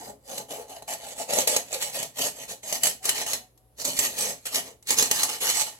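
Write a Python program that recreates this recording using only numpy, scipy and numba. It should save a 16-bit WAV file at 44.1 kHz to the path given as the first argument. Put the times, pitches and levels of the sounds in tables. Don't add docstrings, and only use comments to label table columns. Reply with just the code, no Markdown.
import sys
import numpy as np
from scipy import signal
from scipy.fft import rfft, irfft, next_fast_len
from scipy.io import wavfile
from scipy.ndimage import uniform_filter1d, map_coordinates
from numba import njit

SR = 44100
rng = np.random.default_rng(int(sys.argv[2]) if len(sys.argv) > 2 else 0)


def wav_out(sig):
    wavfile.write(sys.argv[1], SR, np.round(np.clip(np.atleast_2d(sig).T, -1, 1) * 32767).astype(np.int16))


N = 255339

# frequency in Hz, relative density in dB.
QUIET_SPECTRUM = [(22, -28), (44, -21), (60, -1.5), (76, -12.5), (170, -24), (520, -19), (1600, -39),
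                  (7700, -42), (9000, -38.5), (11200, -30), (15000, -46)]
# frequency in Hz, 60 dB decay time in seconds.
KITCHEN_T60 = [(200, 0.43), (550, 0.22), (1400, 0.27), (4000, 0.24), (9000, 0.22), (15000, 0.24)]
# frequency in Hz, left minus right in dB.
PORT_DIFFERENCE = [(1000, 1.4), (2000, -1.0), (4000, -1.1), (5200, -1.5), (6400, -4.9), (7900, -11.5),
                   (8400, -10.1), (9200, -0.3), (10600, 12.0), (11700, 12.0), (13000, 6.2), (15500, 3.7)]
# frequency in Hz, correlation from 0 to 1.
PORT_CORRELATION = [(40, 0.4), (150, 1), (600, 0.52), (1500, 0.17), (6000, 0)]
# start in seconds, relative level in dB.
THUMPS = [(0.324, -55), (3.97, -34)]
# start in seconds, length in seconds, mean pitch in Hz, level in dB.
SQUEAKS = [(2.998, 0.054, 755, -51), (3.353, 0.14, 740, -56), (3.52, 0.27, 753, -72)]
# time in seconds, relative level in dB, ring in Hz,
# knock in dB relative to that level.
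CLICKS = [(0.3789, -13, 7640, -17), (0.823, -27, 4060, -5), (0.9353, -15.5, 7760, -25.0),
          (1.3348, -6.5, 5560, -15.0), (1.3859, -3, 6410, -15), (1.474, 0, 8340, -21),
          (1.5642, -2.0, 6540, -15.0), (1.7286, -13, 7960, -13), (1.8248, -9.0, 7590, -22.0),
          (2.0287, -10, 7530, -22.0), (2.1848, -13.5, 7480, -31.0), (2.7256, -5.0, 6190, -16.0),
          (2.834, 1.0, 7610, -33.0), (2.8553, -4.0, 8500, -28.0), (2.8695, -2.0, 7790, -28.0),
          (3.0538, -5, 7520, -27), (3.0918, 1, 2950, -36), (3.2651, -14, 2980, -16),
          (3.333, -5.5, 6650, -21), (3.576, -41, 11500, -26), (3.849, -12.5, 7800, -27.0),
          (3.9898, -2.0, 7500, -27.0), (4.4548, -16.0, 8020, -33.0), (4.4667, -14.0, 8100, -27.0),
          (4.546, -6.5, 6670, -30.0), (4.557, -6.5, 7850, -35.0), (4.826, -33.5, 8400, -35.0),
          (4.8713, -17.5, 8000, -29.0), (4.9056, -1.0, 6700, -25.0), (4.9764, -11, 4100, -16),
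          (5.025, -2.0, 7480, -17.0), (5.1123, 1.5, 6470, -21.0), (5.232, -1.0, 10680, -32.0),
          (5.499, -7.0, 7780, -36.0), (5.6102, -7.5, 11560, -34.0)]
# frequency in Hz, relative level in dB.
SCREEN_COLOUR = [(60, -35), (130, -12.5), (210, -13), (320, -19.5), (420, -4.5), (600, -1), (740, -7.5),
                 (950, -9), (1300, -18), (2500, -29)]
# centre in Hz, width in Hz, lift in dB.
SCREEN_MODES = [(270, 59, 13), (429, 34, 1), (542, 100, -1), (693, 66, 8.5), (851, 51, 9)]
# time in seconds, gain in dB.
DRUM_GAIN = [(0.3, 10), (0.65, -6), (1.4, -2), (1.8, -3), (2.25, 9), (2.7, 3), (3.2, 7), (4.1, 10),
             (4.65, 3), (4.95, -3), (5.25, 2), (5.79, -16)]
# frequency in Hz, relative level in dB.
CAN_COLOUR = [(100, -23.5), (350, -17.5), (900, -10), (1450, -15.5), (2200, -7), (3500, -6.5), (5000, -6.5),
              (6500, -5), (8200, -1.5), (8900, -12.5), (9600, -10.5), (11000, -2), (12500, -8),
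              (15500, -20)]
# centre in Hz, width in Hz, lift in dB.
CAN_MODES = [(856, 39, 9), (1861, 81, 9.5), (2978, 94, 8), (4204, 290, 5), (6425, 450, 5.5), (8010, 280, 3),
             (9950, 150, 7)]
# time in seconds, gain in dB.
GRIT_GAIN = [(0.1, -4), (0.9, 4.5), (1.55, 3), (2.2, 0.5), (2.85, -3), (3.15, 5.5), (4.0, -1), (4.6, 2.5),
             (5.6, 4)]
# start in seconds, end in seconds, level in dB.
BRUSHES = [(1.66, 1.72, -55), (4.38, 4.45, -59), (5.72, 5.79, -58)]
# full grip in seconds, swell in seconds per 20 dB, hold in
# seconds, relative scrape in dB, relative flour rub in dB, growth over the hold in dB, groan in Hz.
STROKES = [(0.0, 0.02, 0.099, -46.5, -40.5, 0.0, 580), (0.3, 0.056, 0.107, -42.5, -38.5, -1.0, 610),
           (0.509, 0.028, 0.128, -44.5, -38.0, -14.0, 530), (0.693, 0.027, 0.095, -49.0, -43.0, -6.0, 680),
           (0.881, 0.008, 0.051, -36.0, -33.5, 2.0, 650), (1.041, 0.129, 0.084, -44.5, -42.5, 0.0, 770),
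           (1.18, 0.029, 0.038, -36.5, -38.5, 4.0, 660), (1.3, 0.028, 0.11, -29.5, -30.5, 8, 580),
           (1.472, 0.004, 0.097, -28.5, -34.0, -3.0, 600), (1.714, 0.053, 0.031, -37.5, -34.5, 18.0, 570),
           (1.822, 0.045, 0.068, -35.0, -38.0, -12.0, 690), (1.948, 0.042, 0.098, -35.5, -38.0, -7.0, 650),
           (2.192, 0.036, 0.08, -28.5, -39.0, -1.0, 610), (2.371, 0.073, 0.063, -41.0, -47.5, 5.0, 700),
           (2.491, 0.018, 0.035, -37.5, -41.5, -3.0, 530), (2.634, 0.01, 0.12, -36.0, -41.5, 14.0, 680),
           (2.846, 0.037, 0.053, -28.5, -37.5, -8.0, 520), (3.042, 0.022, 0.055, -32, -37.0, 6, 710),
           (3.152, 0.02, 0.07, -33.0, -37.0, -1.0, 690), (3.264, 0.003, 0.082, -35.0, -40.5, 0.0, 590),
           (3.791, 0.017, 0.026, -36.0, -44.0, 5.0, 680), (3.851, 0.012, 0.082, -31.0, -36.0, -11.0, 700),
           (3.992, 0.085, 0.07, -28.5, -38.0, 2, 710), (4.093, 0.033, 0.056, -41.0, -49.5, -1.0, 450),
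           (4.191, 0.046, 0.123, -31.0, -38.0, -7.0, 560), (4.458, 0.007, 0.018, -34.0, -51.5, -3.0, 520),
           (4.546, 0.043, 0.037, -28.5, -36.5, 0.0, 760), (4.672, 0.079, 0.031, -46.5, -46.0, -7.0, 460),
           (4.888, 0.02, 0.037, -27.0, -35.5, 4.0, 750), (4.986, 0.025, 0.081, -26.5, -33.0, -11.0, 750),
           (5.105, 0.016, 0.141, -30.0, -37.0, 5.0, 640), (5.291, 0.033, 0.074, -35.5, -39.5, -6.0, 690),
           (5.412, 0.015, 0.093, -27.5, -36.5, 4.0, 530), (5.554, 0.043, 0.062, -26.5, -35.5, 2.0, 690),
           (5.67, 0.035, 0.043, -40.0, -46.5, -13.0, 680)]

SCRAPE_RELEASE_DB_PER_S, RUB_RELEASE_DB_PER_S = 470, 370
RUB_GROWTH_SHARE = 0.6
GROAN_GLIDE_OCTAVES = -0.068
TOP_HZ = 15900


def amp(db):
    return 10 ** (np.asarray(db) / 20)


def unit(x):
    return x / np.sqrt(np.mean(x ** 2) + 1e-20)


def along(points, hz):
    f, v = np.transpose(points)
    return np.interp(np.log(hz + 1), np.log(f), v)


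def curve(rows):
    return np.interp(np.arange(N) / SR, *np.transpose(rows))


def wobble(knots_per_s):
    knots = rng.standard_normal(int(N * knots_per_s / SR) + 4)
    return map_coordinates(knots, [np.arange(N) * knots_per_s / SR])


def filtered(x, response):
    n = x.shape[-1]
    m = next_fast_len(n + 8192)
    return irfft(rfft(x, m) * response(np.fft.rfftfreq(m, 1 / SR)), m)[..., :n]


def low_part(x, hz):
    return signal.sosfiltfilt(signal.butter(1, hz, fs=SR, output="sos"), x)


def noise_pair(size):
    def mid_side_gains(hz):
        turn = np.arccos(np.clip(along(PORT_CORRELATION, hz), 0, 1)) / 2
        return np.array([np.cos(turn), np.sin(turn)])

    mid, side = filtered(rng.standard_normal((2, size)), mid_side_gains)
    return np.array([mid + side, mid - side])


def background(hiss_db=-63, hum_db=-66, hum_hz=120):
    hiss = unit(filtered(noise_pair(size=N), lambda hz: amp(along(QUIET_SPECTRUM, hz))))
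    hum = np.sin(2 * np.pi * hum_hz * np.arange(N) / SR) * amp(hum_db + 0.5 * wobble(1))
    return amp(hiss_db) * hiss + hum


def echo(near_db, near_t60_s, room_db):
    t = np.arange(SR // 3) / SR
    near = noise_pair(size=len(t)) * amp(-60 * t / near_t60_s)
    hz, frames, z = signal.stft(noise_pair(size=len(t)), SR, nperseg=256)
    decay = amp(-60 * frames / along(KITCHEN_T60, hz)[:, None])
    tail = signal.istft(z * decay, SR, nperseg=256)[1][:, :len(t)]
    tail = tail * (1 - np.exp(-t / 0.0028))
    response = amp(near_db) * near / np.linalg.norm(near[0]) + amp(room_db) * tail / np.linalg.norm(tail[0])
    response[[0, 1], rng.integers(3, size=2)] += 1
    return response / np.linalg.norm(response[0])


def kitchen(x, count=9):
    place = np.linspace(0, count - 1, N)
    out = np.zeros((2, N + SR))
    for k in range(count):
        span = np.flatnonzero(abs(place - k) < 1)
        part = x[span] * np.cos(np.pi / 2 * (place[span] - k))
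        heard = signal.fftconvolve(part[None], echo(near_db=3.0, near_t60_s=0.029, room_db=-1), axes=1)
        out[:, span[0]:span[0] + heard.shape[1]] += heard
    return out[:, :N]


def ports(hz, lag_s=0.00014):
    gains = amp(np.outer([.5, -.5], along(PORT_DIFFERENCE, hz)))
    gains = gains / np.sqrt(np.mean(gains ** 2, axis=0))
    return gains * np.exp(1j * np.pi * lag_s * np.outer([-1, 1], hz))


def handle(hz=55, t60_s=0.17, gain_db=-1, rise_s=0.033):
    out, t = np.zeros(N + SR), np.arange(SR // 4) / SR
    for start_s, db in THUMPS:
        swell = amp(db + gain_db - 60 * t / t60_s) * (1 - np.exp(-t / rise_s))
        out[round(start_s * SR):][:len(t)] += swell * np.sin(2 * np.pi * hz * t)
    return out[:N]


def squeaks(waver=0.0039):
    out = np.zeros(N)
    for start_s, length_s, hz, db in SQUEAKS:
        swell = np.sin(np.pi * np.clip((np.arange(N) / SR - start_s) / length_s, 0, 1))
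        phase = 2 * np.pi * np.cumsum(hz * (1 + waver * wobble(29.9))) / SR
        out += amp(db) * swell * np.sin(phase)
    return out


def body(force, colour, modes, size=8192):
    hz = np.fft.rfftfreq(size, 1 / SR)
    peaks_db = sum(lift / (1 + (2 * (hz - centre) / width) ** 2) for centre, width, lift in modes)
    cepstrum = irfft(np.log(amp(along(colour, hz) + peaks_db)))
    cepstrum[1:size // 2] *= 2
    cepstrum[size // 2 + 1:] = 0
    ring = irfft(np.exp(rfft(cepstrum)))
    ring = ring[None] / np.linalg.norm(ring)
    return signal.oaconvolve(np.atleast_2d(force), ring, axes=1)[:, :N].squeeze()


def clanks(ring_t60_s=0.055, ring_db=-18, knock_db=16):
    rings, knocks = np.zeros((2, N + SR))
    t = np.arange(SR // 6) / SR
    for time_s, db, hz, low_db in CLICKS:
        start = round(time_s * SR)
        rings[start:][:len(t)] += amp(db + ring_db - 60 * t / ring_t60_s) * np.sin(2 * np.pi * hz * t)
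        knocks[start] = amp(db + low_db + knock_db)
    return rings[:N] + body(knocks[:N], SCREEN_COLOUR, SCREEN_MODES)


def chatter(t60_s=0.025, gain_db=10.6, dull=0.34):
    out, t = np.zeros(N + SR), np.arange(SR // 20) / SR
    for time_s, db, _, _ in CLICKS:
        burst = rng.standard_normal(len(t)) * amp(-60 * t / t60_s)
        out[round(time_s * SR):][:len(t)] += amp(db + gain_db) * burst / np.linalg.norm(burst)
    return (out - dull * low_part(out, hz=7000))[:N]


def slips(rate_hz, spread_db):
    chance = np.clip(rate_hz / SR, 1e-4, 1)
    sizes = amp(spread_db * np.clip(rng.standard_normal(N), -2, 2)) * rng.choice([-1, 1], N)
    return unit((rng.random(N) < chance) * sizes / np.sqrt(chance))


def sweeps(levels_db, release_db_per_s, growth_share):
    power = np.zeros(N)
    for (grip_s, swell_s, hold_s, _, _, growth_db, _), db in zip(STROKES, levels_db):
        t = np.arange(N) / SR - grip_s
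        swell_db = 20 * np.minimum(t, 0) / swell_s
        hold_db = growth_share * growth_db * (np.clip(t / hold_s, 0, 1) - .5)
        release_db = release_db_per_s * np.maximum(t - hold_s, 0)
        power += amp(np.maximum(db + swell_db + hold_db - release_db, -130)) ** 2
    return 10 * np.log10(power)


@njit
def resonate(x, pole):
    out, state = np.zeros(len(x)), 0j
    for i in range(len(x)):
        state = state * pole[i] + x[i]
        out[i] = state.real
    return out


def sing(x, hz, width_hz):
    radius = np.exp(-np.pi * width_hz / SR)
    pole = radius * np.exp(2j * np.pi * hz / SR) * np.ones(N)
    return resonate(x, pole) * np.sqrt(2 * (1 - radius ** 2))


def groan_pitch(lead_s=.02):
    pitch, t = np.full(N, float(STROKES[0][-1])), np.arange(N) / SR
    for grip_s, _, hold_s, _, _, _, hz in STROKES:
        now = t >= grip_s - lead_s
        progress = np.minimum((t[now] - grip_s) / hold_s, 1)
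        pitch[now] = hz * 2 ** (GROAN_GLIDE_OCTAVES * (progress - .5))
    return pitch


def screen():
    rub_db = sweeps([stroke[4] for stroke in STROKES], RUB_RELEASE_DB_PER_S, RUB_GROWTH_SHARE)
    force = slips(rate_hz=900, spread_db=2.0) * amp(rub_db + 1.66 * wobble(45) - 3.3)
    drumming = force + low_part(force, hz=262) * (amp(curve(DRUM_GAIN)) - 1)
    groan = sing(force, groan_pitch() * amp(0.92 * wobble(28)), width_hz=48)
    groan = filtered(groan, lambda hz: (hz / 330) ** 4 / (1 + (hz / 330) ** 4) / (1 + (hz / 1000) ** 4))
    return amp(-2.5) * body(drumming, SCREEN_COLOUR, SCREEN_MODES) + amp(-6) * groan


def brushing():
    t = np.arange(N) / SR
    return sum(amp(db) * ((t >= start_s) & (t < end_s)) for start_s, end_s, db in BRUSHES)


def blades(count):
    level_db = sweeps([stroke[3] for stroke in STROKES], SCRAPE_RELEASE_DB_PER_S, growth_share=1)
    effort_db = level_db - level_db.max()
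    pressure = (amp(level_db) + brushing()) * amp(0.8 * wobble(130))
    rate_hz = 1000 * amp(.25 * effort_db)
    catches = [slips(rate_hz, spread_db=1.5) + amp(-5.5) * slips(rate_hz=32, spread_db=3.0)
               for _ in range(count)]
    force = pressure * np.array(catches)
    grit = low_part(force, hz=3480)
    return grit * amp(curve(GRIT_GAIN)) + (force - grit) * amp(0.05 * effort_db + 2.3)


def shifting(x, depth_db, size=512):
    z = signal.stft(x, nperseg=size)[2]
    field = uniform_filter1d(rng.standard_normal(z.shape[1:]), size=5, axis=0)
    field = uniform_filter1d(field, size=9, axis=1)
    gain = unit(amp(depth_db * unit(field)))
    return signal.istft(z * gain, nperseg=size)[1][:, :N]


def scene():
    forces = shifting(blades(count=4), depth_db=3.0)
    contacts = sum(kitchen(force + chatter()) for force in forces) / np.sqrt(len(forces))
    can = body(contacts, CAN_COLOUR, CAN_MODES)
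    sifter = can + kitchen(screen() + clanks(), count=20) + squeaks() + handle()
    return filtered(sifter, ports) + background()


def record(dry):
    return filtered(dry, lambda hz: (hz < TOP_HZ) * hz ** 3 / (hz ** 3 + 34 ** 3))


dry = scene()
out = record(dry)
wav_out(out)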